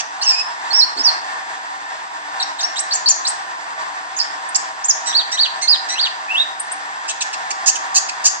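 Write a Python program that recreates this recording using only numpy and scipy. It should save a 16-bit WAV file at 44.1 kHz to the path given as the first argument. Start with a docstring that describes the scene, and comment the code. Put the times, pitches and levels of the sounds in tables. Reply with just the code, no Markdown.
"""A sunbird sings in a wire cage, close to a pair of microphones in a small hard room.
Its syrinx gives nearly pure gliding whistles, and a buzz that the throat shapes into nasal notes,
dry ticks and harsh chacks. It flicks its wings once, and its voice shifts from side to side as it turns
its head. A steady hum, as of a fan, fills the room; the loudest notes just overload the recorder."""
import sys
import numpy as np
from scipy import signal
from scipy.fft import rfft, irfft
from scipy.io import wavfile
from scipy.ndimage import uniform_filter1d

SR = 44100
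rng = np.random.default_rng(int(sys.argv[2]) if len(sys.argv) > 2 else 0)


def wav_out(sig):
    """Save sig, one row per channel (or a flat mono array), as 16-bit PCM at SR to the path in sys.argv[1]."""
    wavfile.write(sys.argv[1], SR, np.round(np.clip(np.atleast_2d(sig).T, -1, 1) * 32767).astype(np.int16))


N = 370440
WINDPIPE_HZ, BAND_LIMIT_HZ = 2690, 16500


def amp(db):
    """Decibels to gain."""
    return 10 ** (np.asarray(db) / 20)


def unit_rms(x):
    """Scales to rms 1."""
    return x / np.sqrt(np.mean(x ** 2) + 1e-20)


def curve_at(points, hz, column=1):
    """One column of a table, joined on a log-frequency axis."""
    columns = np.transpose(points)
    return np.interp(np.log(hz + 1), np.log(columns[0] + 1), columns[column])


def add(mix, start_s, sound):
    """Lays a sound into the mix."""
    at = int(round(start_s * SR)) + np.arange(len(sound))
    inside = (at >= 0) & (at < N)
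    mix[at[inside]] += sound[inside]


def wobble(size, hz):
    """Smooth random movement of rms about 1, up to about hz."""
    padded = size + SR // 10
    f = np.fft.rfftfreq(padded, 1 / SR)
    return unit_rms(irfft(rfft(rng.standard_normal(padded)) * np.exp(-(f / hz) ** 2)))[:size]


def resonance(hz, centre_hz, width_hz):
    """Gain of a single resonance, 1 at its centre."""
    return 1 / np.sqrt(1 + ((hz ** 2 - centre_hz ** 2) / (width_hz * hz + 1e-9)) ** 2)


def band_noise(size, centre_hz, width_hz):
    """Noise through a resonance applied twice."""
    f = np.fft.rfftfreq(size, 1 / SR)
    return unit_rms(irfft(rfft(rng.standard_normal(size)) * resonance(f, centre_hz, width_hz) ** 2, size))


def gesture(rows, edge_s):
    """Turns timed breakpoints into a note's start, soft-edged gate and smoothed control curves."""
    times, *columns = np.transpose(rows)
    t = np.arange(times.min() - edge_s / 2, times.max() + edge_s / 2, 1 / SR)
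    gate = np.sin(np.pi / 2 * np.clip(np.minimum(t - t[0], t[-1] - t) / edge_s, 0, 1)) ** 2
    return t[0], gate, [uniform_filter1d(np.interp(t, times, c), size=110) for c in columns]


# The broad colour of the hum. Each row: frequency in Hz, relative level in dB.
HUM_COLOUR = [(25, -45.5), (60, -39), (120, -32.5), (230, -28.5), (300, -23), (560, -19), (680, -7.5),
              (980, -2), (1300, -6.5), (1900, -2.5), (2300, -16.5), (4500, -19.5), (8300, -21),
              (10000, -31)]
# Resonances on top of that colour. Each row: centre in Hz, width in Hz, boost or cut in dB.
HUM_RESONANCES = [(154, 31, 4), (297, 7.7, 12.5), (646.6, 16, 6), (770.4, 27.5, 8.5), (948, 9.4, 11.5),
                  (1033, 20.4, 10), (1154, 14.3, 13), (1607, 17, 5.5), (1781, 21, 8.5), (2640, 290, 4.5),
                  (5600, 530, -1)]
# The hum's stereo image. Each row: frequency in Hz, left-right likeness 0-1, left's lead in radians.
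HUM_IMAGE = [(60, 0.6, 0), (300, 0.73, 0), (450, 0.86, 1), (620, 0.36, 0.17), (870, 0.76, 1.34),
             (1178, 0.8, 3.5), (1510, 0.36, 3), (2000, 0.62, 4), (3000, 0.13, 5), (7000, 1, 4.5),
             (9900, 0.01, 6)]
# The hum's slow level ride. Each row: time in seconds, offset in dB.
HUM_RIDE = [(0, 2), (1.7, 0.5), (2.15, -0.6), (2.7, 0), (8.4, 0.43)]


def hum(level_db=-26.5, swell_db=1.5, swell_hz=11, balance_db=-0.06):
    """A bed of rushing air with narrow resonances, reaching the two microphones out of step."""
    f = np.fft.rfftfreq(N, 1 / SR)
    peaks_db = sum(db / (1 + (2 * (f - hz) / width) ** 2) for hz, width, db in HUM_RESONANCES)
    # standing waves in the room ripple the spectrum, mostly above the main resonances
    ripple_db = curve_at([(1000, .4), (1600, 1.2), (2400, 2.2)], f) * wobble(len(f), hz=130)
    left, unrelated = rfft(rng.standard_normal((2, N)))
    likeness = np.clip(curve_at(HUM_IMAGE, f), 0, 1)
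    lead = curve_at(HUM_IMAGE, f, column=2)
    right = likeness * left * np.exp(-1j * lead) + np.sqrt(1 - likeness ** 2) * unrelated
    colour = amp(curve_at(HUM_COLOUR, f) + peaks_db + ripple_db)
    air = unit_rms(irfft(np.array([left, right]) * colour, N))
    ride_db = np.interp(np.arange(N) / SR, *np.transpose(HUM_RIDE))
    draught_db = swell_db * wobble(N, swell_hz)  # the draught is never quite even
    return air * amp(level_db + ride_db + draught_db + np.array([[balance_db], [-balance_db]]) / 2)


def moan(level_db=-39, centre_hz=1000, width_hz=260, depth_db=5.5, waver_hz=6):
    """The hum wavers: a band near its strongest resonance swells and fades a few times a second."""
    air = np.array([band_noise(N, centre_hz, width_hz) for side in range(2)])
    return amp(level_db) * unit_rms(air * amp(depth_db * wobble(N, waver_hz)))


# How long the room rings. Each row: frequency in Hz, seconds to fall by 60 dB.
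ROOM_DECAY = [(500, 0.033), (2500, 0.32), (4500, 0.38), (6500, 0.41), (9000, 0.18)]


def room(sound, cage_db=-3, cage_decay_s=.007, tail_db=-12, build_s=.016):
    """Quick reflections from the cage, then a bright room tail in which the lows die first."""
    t = np.arange(SR // 2) / SR
    cage_taps, room_taps = rng.standard_normal((2, 2, len(t))) * (rng.random((2, 2, len(t))) < .12)
    cage = cage_taps * np.exp(-t / cage_decay_s) * (t > .0007)
    hz, frame_s, bands = signal.stft(room_taps, SR, nperseg=256)
    decay = amp(-60 * frame_s / curve_at(ROOM_DECAY, hz)[:, None])
    tail = signal.istft(bands * decay, SR, nperseg=256)[1][:, :len(t)] * (1 - np.exp(-t / build_s))
    echoes = sum(amp(db) * part / np.linalg.norm(part, axis=1, keepdims=True)
                 for db, part in [(cage_db, cage), (tail_db, tail)])
    return signal.fftconvolve(sound[None], echoes, axes=1)[:, :N]


# The wing flick. 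Each row: start and length in seconds, puff level in dB, rustle level in dB.
WING_FLICKS = [(0.945, 0.096, -38, -32)]


def wing_flick(row):
    """The wings push a low puff of air while the feathers rustle."""
    start, length, puff_db, rustle_db = row
    size = int(length * SR)
    feathers = band_noise(size, centre_hz=5500, width_hz=13000)
    rustle = unit_rms(feathers * amp(2.5 * wobble(size, hz=200)))
    puff = band_noise(size, centre_hz=320, width_hz=200)
    return start, np.hanning(size) * (amp(puff_db) * puff + amp(rustle_db) * rustle)


def breath(size, throat_hz, width_hz, pipe_width_hz=900, pipe_db=-9):
    """Turbulent air in the bird's voice, coloured by the throat and by a lower windpipe resonance."""
    throat = band_noise(size, throat_hz, width_hz)
    return unit_rms(throat + amp(pipe_db) * band_noise(size, WINDPIPE_HZ, pipe_width_hz))


def syrinx_buzz(pitch_hz, throat_hz, width_hz, fundamental_db, count=9, ceiling_hz=9500):
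    """The throat favours harmonics that pass through its resonance; gives the buzz and its running rms."""
    k = np.arange(1, count + 1)[:, None]
    gains = resonance(k * pitch_hz, throat_hz, width_hz) * (k * pitch_hz < ceiling_hz)
    gains = gains * np.where(k == 1, amp(fundamental_db), 1)
    phase = 2 * np.pi * (k * np.cumsum(pitch_hz) / SR + rng.random((count, 1)))
    return (gains * np.sin(phase)).sum(0), np.sqrt((gains ** 2).sum(0) / 2 + 1e-9)


# Dry ticks. Each row: start and length in seconds, first and last pitch in Hz, level in dB before
# the trim, throat resonance and its width in Hz, share of the tick that stays fairly clear 0-1.
TICKS = [(-.012, .024, 2500, 2884, -15, 5600, 1480, 0.4), (7.08, 0.039, 2380, 4410, -17, 6760, 3520, 0.3),
         (7.206, .026, 4317, 2444, -14.5, 6470, 2800, .35),
         (7.329, 0.019, 2984, 2180, -20.5, 5200, 3980, .55),
         (7.504, .016, 1973, 2810, -16.5, 5900, 2450, 0.9),
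         (7.753, 0.0156, 3360, 2680, -17, 6700, 3000, 0.4),
         (8.087, 0.015, 2750, 2275, -20, 5200, 4000, .65)]


def tick(row, trim_db=-2, start_rough=.35, break_share=.14, jitter=.13, hiss_share=.6, crackle_db=4):
    """A tiny reedy note sweeps up or down, fairly clear at first, then breaks up into a scratch."""
    start, length, first_hz, last_hz, db, throat_hz, width_hz, clear = row
    u = np.linspace(0, 1, max(int(length * SR), 64))
    rough = start_rough + (1 - start_rough) * (1 + np.tanh((u - clear) / break_share)) / 2
    hz = first_hz * (last_hz / first_hz) ** u * (1 + jitter * rough * wobble(len(u), hz=1100))
    buzz = unit_rms(syrinx_buzz(hz, throat_hz, width_hz, fundamental_db=6)[0])
    air = breath(len(u), throat_hz, 1.3 * width_hz, pipe_width_hz=390, pipe_db=-6.5)
    hiss = unit_rms(air * amp(crackle_db * wobble(len(u), hz=500)))
    noisy = hiss_share * rough
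    swell = abs(np.sin(np.pi * u)) ** 0.48
    return start, amp(db + trim_db) * swell * (np.sqrt(1 - noisy) * buzz + np.sqrt(noisy) * hiss)


# Harsh chacks. Each row: start and length in seconds, first and last pitch in Hz, level in dB,
# lower throat resonance in Hz, its gain in dB against the upper one.
CHACKS = [(7.66, .043, 855, 1714, -11, 4960, -10.5), (7.944, 0.044, 861, 1818, -11, 4660, -9),
          (8.24, .044, 833, 1727, -11, 4960, -7.5)]


def chack(row, upper_hz=6700, clears_at=.45, hiss_floor=.1, jitter=.05, crackle_db=2.5):
    """A scratch clears into a rising buzz whose harmonics flash through the sharp, wide-open throat."""
    start, length, first_hz, last_hz, db, lower_hz, lower_db = row
    envelope = [(start, -9), (start + .45 * length, 0), (start + length, -3)]  # seconds, dB
    start, gate, (swell_db,) = gesture(envelope, edge_s=.004)
    u = np.linspace(0, 1, len(gate))
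    rough = np.clip(hiss_floor + np.exp(-(u / clears_at) ** 2), 0, 1)
    hz = first_hz * (last_hz / first_hz) ** u * (1 + jitter * np.sqrt(rough) * wobble(len(u), hz=219))
    k = np.arange(1, 11)[:, None]
    phase = 2 * np.pi * (k * np.cumsum(hz) / SR + rng.random(k.shape))
    buzz = unit_rms((np.sin(phase) * (k * hz < BAND_LIMIT_HZ)).sum(0))
    scratch = unit_rms(rng.standard_normal(len(u)) * amp(crackle_db * wobble(len(u), hz=700)))
    drive = gate * amp(swell_db) * (np.sqrt(1 - rough) * buzz + np.sqrt(rough) * scratch)
    f = np.fft.rfftfreq(len(u), 1 / SR)
    throat = (resonance(f, upper_hz, width_hz=860) * resonance(f, upper_hz, width_hz=3500)
              + amp(lower_db) * resonance(f, lower_hz, width_hz=950) ** 2
              + amp(-15) * resonance(f, WINDPIPE_HZ, width_hz=400) ** 2)
    return start, amp(db) * unit_rms(irfft(rfft(drive) * throat, len(u)))


def nasal_voice(rows, jitter, fray, throat_width_hz, trim_db, hoarse_db, flutter_db):
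    """A hoarse buzz through the throat, with a breathy catch at the start; fray shakes its ending."""
    start, gate, (hz, db, throat_hz, fundamental_db) = gesture(rows, edge_s=0.0037)
    size = len(hz)
    shake = (jitter + fray * np.linspace(0, 1, size) ** 2) * wobble(size, hz=494)
    buzz, buzz_rms = syrinx_buzz(hz * (1 + shake), throat_hz, throat_width_hz, fundamental_db)
    catch = amp(-2) * np.exp(-np.arange(size) / SR / 0.0051)
    hiss = (amp(hoarse_db) + catch) * breath(size, throat_hz=5200, width_hz=3500)
    flutter = flutter_db * wobble(size, hz=400)
    return start, gate * amp(db + trim_db + flutter) * (buzz / buzz_rms + hiss)


# Short nasal notes. Each row: start and length in seconds, pitch in Hz, drift in Hz per second,
# level in dB before the trim, opening throat resonance in Hz, depth of the scoop 0-1.
SCOOPS = [(5.06, 0.059, 2000, -2200, -16.5, 7300, 0.05), (5.316, 0.045, 1953, 694, -16.5, 5600, 0.23),
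          (5.614, 0.051, 2176, -1400, -18, 5500, .17), (5.887, 0.061, 1937, 1495, -17.5, 5500, 0.12)]


def scoop(row, scoop_s=0.00634, shut_throat_hz=4130, fundamental_db=3):
    """A nasal note scoops up to its pitch, swells and fades; its resonance sinks as the throat narrows."""
    start, length, pitch_hz, drift, db, open_throat_hz, depth = row
    t = np.linspace(0, length, num=40)
    hz = pitch_hz * (1 - depth * np.exp(-t / scoop_s)) + drift * t
    swell_db = np.interp(t / length, [0, 0.29, 1], [-8, 0, -7])
    throat_hz = open_throat_hz + (shut_throat_hz - open_throat_hz) * (t / length) ** 2
    rows = np.column_stack([start + t, hz, db + swell_db, throat_hz, np.full_like(t, fundamental_db)])
    return nasal_voice(rows, jitter=.013, fray=.016, throat_width_hz=2000,
                       trim_db=-2, hoarse_db=-12, flutter_db=1.5)


# The course of the long nasal call. Each row: time in seconds, pitch in Hz, level in dB before
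# the trim, lift of the fundamental in dB.
WHINE_COURSE = [(0.222, 2550, -19, 8), (0.242, 3080, -26.5, 5), (0.266, 2610, -15, 13),
                (0.282, 2670, -11.5, 6), (0.306, 2706, -8, 4.5), (0.319, 2443, -16, 10),
                (0.342, 2453, -17, 11), (0.356, 2577, -21, 19), (0.378, 2530, -20, 25),
                (0.394, 2564, -14, 18), (0.419, 2616, -22, 19)]


def whine(course, throat_hz=5080):
    """A wavering call through a narrow throat that stays put; its lowest tone grows toward the end."""
    rows = [(s, hz, db, throat_hz, fundamental_db) for s, hz, db, fundamental_db in course]
    return nasal_voice(rows, jitter=.0041, fray=0, throat_width_hz=310,
                       trim_db=-3, hoarse_db=-13.5, flutter_db=2.5)


def whistle(rows, jitter=.0033, glide_jitter=.026, rough_jitter=.102, fast_glide_hz_per_s=200000,
            scrape_db=-16, breath_db=-4, flutter_db=1.3, rough_flutter_db=3):
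    """A nearly pure tone with a weak octave and breath; roughness shakes it, fast glides also scrape."""
    start, gate, (hz, db, octave_db, rough) = gesture(rows, edge_s=.003)
    size = len(hz)
    strain = np.tanh(uniform_filter1d(abs(np.gradient(hz)) * SR, size=300) / fast_glide_hz_per_s)
    shake = (jitter + glide_jitter * strain ** 2 + rough_jitter * rough) * wobble(size, hz=700)
    phase = 2 * np.pi * np.cumsum(hz * (1 + shake)) / SR
    tone = np.sqrt(2) * (np.sin(phase) + amp(octave_db) * np.sin(2 * phase))
    air = breath(size, throat_hz=5000, width_hz=19000)
    scrape = (amp(scrape_db) * strain + amp(octave_db + breath_db)) * air
    flutter = flutter_db * wobble(size, hz=253) + rough_flutter_db * rough * wobble(size, hz=800)
    return start, gate * amp(db + flutter) * (tone + scrape)


# Leaping chirps. Each row: start, dwell, leap and fall in seconds, pitch in Hz at the start,
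# before the leap, at the top and at the end, low and top level in dB.
CHIRPS = [(.213, 0.0093, 0.018, 0.0096, 4260, 4440, 6700, 6260, -22, -23.5),
          (2.398, 0.024, 0.0092, .003, 4310, 3796, 5700, 5650, -21.5, -17),
          (2.587, 0.014, 0.014, 0.0072, 4100, 3740, 6440, 6550, -25, -23),
          (2.626, .003, 0.0086, 0.019, 4050, 4120, 5680, 5490, -22, -16),
          (2.758, 0.019, 0.026, 0.0092, 3200, 3870, 8040, 7700, -26, -16.5),
          (2.909, .015, .025, 0.015, 4200, 4600, 7640, 6070, -17.5, -14),
          (3.059, 0.02, 0.015, 0.024, 4260, 4440, 7290, 5820, -13, -9),
          (3.249, 0.014, 0.023, 0.019, 3710, 4250, 8140, 8160, -20.5, -16.5)]


def chirp(row, onset_db=-8, onset_s=0.0025, leap_db=1.0, fade_db=-4, top_octave_db=-25):
    """A low whistle, buzzy when soft, sags or creeps up, scrapes as it leaps to a purer top, then fades."""
    start, dwell, leap, fall, first_hz, knee_hz, top_hz, last_hz, low_db, top_db = row
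    t = np.linspace(0, dwell + leap + fall, num=60)
    settled = 1 - (1 - np.minimum(t / dwell, 1)) ** 2
    height = np.sin(np.pi / 2 * np.clip((t - dwell) / leap, 0, 1) ** 1.2) ** 2
    slip = np.maximum(t - dwell - leap, 0) / fall
    low_hz = first_hz + (knee_hz - first_hz) * settled
    hz = low_hz + (top_hz - knee_hz) * height + (last_hz - top_hz) * slip
    swell_db = onset_db * np.exp(-t / onset_s) + leap_db * np.sin(np.pi * height) ** 2
    db = low_db + (top_db - low_db) * height + swell_db + fade_db * slip ** 2
    low_octave_db = np.interp(low_db, [-25, -14], [-5, -26])  # a softer start has more octave
    octave_db = low_octave_db + (top_octave_db - low_octave_db) * height
    rough = np.interp(height, [0, .5, 1], [.33, .7, .17])
    return whistle(np.column_stack([start + t, hz, db, octave_db, rough]))


# Quick slides. Each row: start and length in seconds, first and last pitch in Hz, level in dB,
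# octave in dB against the fundamental.
SLIDES = [(4.489, 0.0057, 8550, 8970, -18, -23), (4.546, 0.0043, 7520, 4270, -15, -21),
          (4.551, 0.017, 3830, 8020, -10, -43), (4.841, 0.022, 5430, 7680, -15.5, -34),
          (4.883, 0.031, 6980, 5000, -7.5, -34), (5.946, 0.039, 2400, 2870, -26.5, -11),
          (6.597, 0.014, 8330, 8980, -12.5, -30), (6.716, 0.015, 8030, 8870, -16, -34),
          (8.254, 0.0099, 4430, 7000, -9.5, -30)]


def slide(row, bend=1.8, ends_db=-8, low_rough=0.42):
    """A whistle slides up or down, lingering near the top, loudest midway and rougher at its low end."""
    start, length, first_hz, last_hz, middle_db, octave_db = row
    u = np.linspace(0, 1, num=30)
    below_top = (u if first_hz > last_hz else 1 - u) ** bend
    hz = max(first_hz, last_hz) - abs(last_hz - first_hz) * below_top
    db = middle_db + ends_db * (2 * u - 1) ** 2
    rough = low_rough * np.sqrt(below_top)
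    return whistle(np.column_stack([start + length * u, hz, db, np.full_like(u, octave_db), rough]))


# Arched whistles, each after a nasal note. Each row: start, rise and fall in seconds,
# first, top and last pitch in Hz, full-voice and raspy-voice level in dB.
ARCHES = [(5.126, 0.048, .046, 3100, 4676, 2920, -14, -24), (5.373, .045, .051, 3074, 4720, 2530, -13, -19),
          (5.674, .023, .066, 3630, 5080, 3010, -11, -21.5),
          (5.982, .037, 0.056, 3000, 4870, 2544, -17.5, -18)]


def arch(row, bend=1.4, opens_hz=4080, closes_hz=3800, break_width_hz=50, ends_db=-4):
    """The pitch climbs and falls away; the raspy voice breaks open, loud and pure, while it is high."""
    start, rise, fall, first_hz, top_hz, last_hz, full_db, raspy_db = row
    t = np.linspace(-rise, fall, num=90)
    below_top = abs(t / np.where(t < 0, rise, fall)) ** bend  # bend 1 is a pointed top, 2 a round one
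    hz = top_hz + below_top * (np.where(t < 0, first_hz, last_hz) - top_hz)
    full = (1 + np.tanh((hz - np.where(t < 0, opens_hz, closes_hz)) / break_width_hz)) / 2
    db = raspy_db + (full_db - raspy_db) * full + ends_db * below_top ** 2
    octave_db = np.interp(full, [0, 1], [-17, -34])
    rough = np.interp(full, [0, 1], [.5, .075])
    return whistle(np.column_stack([start + rise + t, hz, db, octave_db, rough]))


# Winding whistles, one list per note. Each row: time in seconds, pitch in Hz, level in dB.
WARBLES = [
    [(0.705, 4400, -28.5), (0.725, 4270, -22.5), (0.735, 5200, -18), (0.777, 5520, -13.5),
     (0.791, 5610, -12.5), (0.807, 5070, -9), (0.815, 4090, -15), (0.825, 4150, -13), (0.84, 4530, -13)],
    [(.972, 4620, -26), (.982, 4180, -26.5), (.991, 5200, -23), (1.003, 5210, -22), (1.016, 5360, -21),
     (1.023, 5450, -27)],
    [(1.035, 6050, -24), (1.050, 5620, -13.5), (1.069, 4780, -11), (1.093, 4200, -15), (1.105, 4270, -25)],
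    [(4.166, 6220, -23), (4.178, 6950, -23.5), (4.187, 7190, -21.5), (4.192, 5300, -19), (4.198, 4240, -25),
     (4.203, 5500, -13), (4.209, 4320, -20.5), (4.218, 5060, -18), (4.232, 5530, -25)],
    [(6.287, 2457, -29), (6.321, 2760, -15), (6.345, 2642, -21), (6.353, 2700, -12.5), (6.367, 3155, -23),
     (6.381, 3560, -14.5), (6.403, 3700, -13), (6.409, 3837, -16.5), (6.43, 3820, -15.5)],
]


def warble(course, octave_db=-30, rough=0):
    """A long, pure whistle with its own winding course."""
    return whistle([(s, hz, db, octave_db, rough) for s, hz, db in course])


# The pan as the bird turns its head. Each row: time in seconds, left minus right in dB.
HEAD_TURNS = [(0.32, -4.5), (0.77, -11), (1.04, -8), (2.53, 1), (2.86, -7), (3.08, 3.5), (3.27, -2),
              (4.2, -6.5), (4.55, -6), (4.88, -5.5), (5.14, -7), (5.39, -3.5), (5.69, -8), (5.98, -4.5),
              (6.36, -1.5), (6.67, 0), (7.3, -2.5), (7.69, -8), (7.97, -4), (8.27, -1.5)]


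def direct_sound(bird, lag_samples=4):
    """The bird reaches the left microphone slightly later, and pans as it turns its head."""
    pair = np.array([np.pad(bird, (lag_samples, 0))[:N], bird])
    pan_db = np.interp(np.arange(N) / SR, *np.transpose(HEAD_TURNS))
    return pair * amp(np.array([pan_db, -pan_db]) / 2)


def scene():
    """The bird up close, with its echoes, over the wavering hum."""
    bird = np.zeros(N)
    for source, table in [(chirp, CHIRPS), (arch, ARCHES), (slide, SLIDES), (warble, WARBLES),
                          (scoop, SCOOPS), (whine, [WHINE_COURSE]), (tick, TICKS), (chack, CHACKS),
                          (wing_flick, WING_FLICKS)]:
        for entry in table:
            add(bird, *source(entry))
    return direct_sound(bird) + room(bird) + hum() + moan()


# The tone of the microphones. Each row: frequency in Hz, gain in dB.
MIC_RESPONSE = [(2400, -0.5), (2800, -2), (3300, -0.5), (4300, 1), (7000, -2), (8200, -3.5), (9000, -10.5),
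                (9600, -18.5), (10600, -39.5), (12000, -42)]


def record(dry, knee=0.82, hiss_db=-82):
    """The microphones colour the sound; the recorder squashes peaks, adds faint hiss and cuts the top."""
    response = amp(curve_at(MIC_RESPONSE, np.fft.rfftfreq(2 * N, 1 / SR)))
    coloured = irfft(rfft(dry, 2 * N) * response)[:, :N]
    below_knee = np.clip(coloured, -knee, knee)
    squashed = below_knee + (1 - knee) * np.tanh((coloured - below_knee) / (1 - knee))
    hiss = amp(hiss_db) * rng.standard_normal((2, N))
    lowpass = signal.firwin(255, BAND_LIMIT_HZ, window=("kaiser", 8), fs=SR)
    return signal.oaconvolve(squashed + hiss, lowpass[None], "same", axes=1)


dry = scene()
out = record(dry)
wav_out(out)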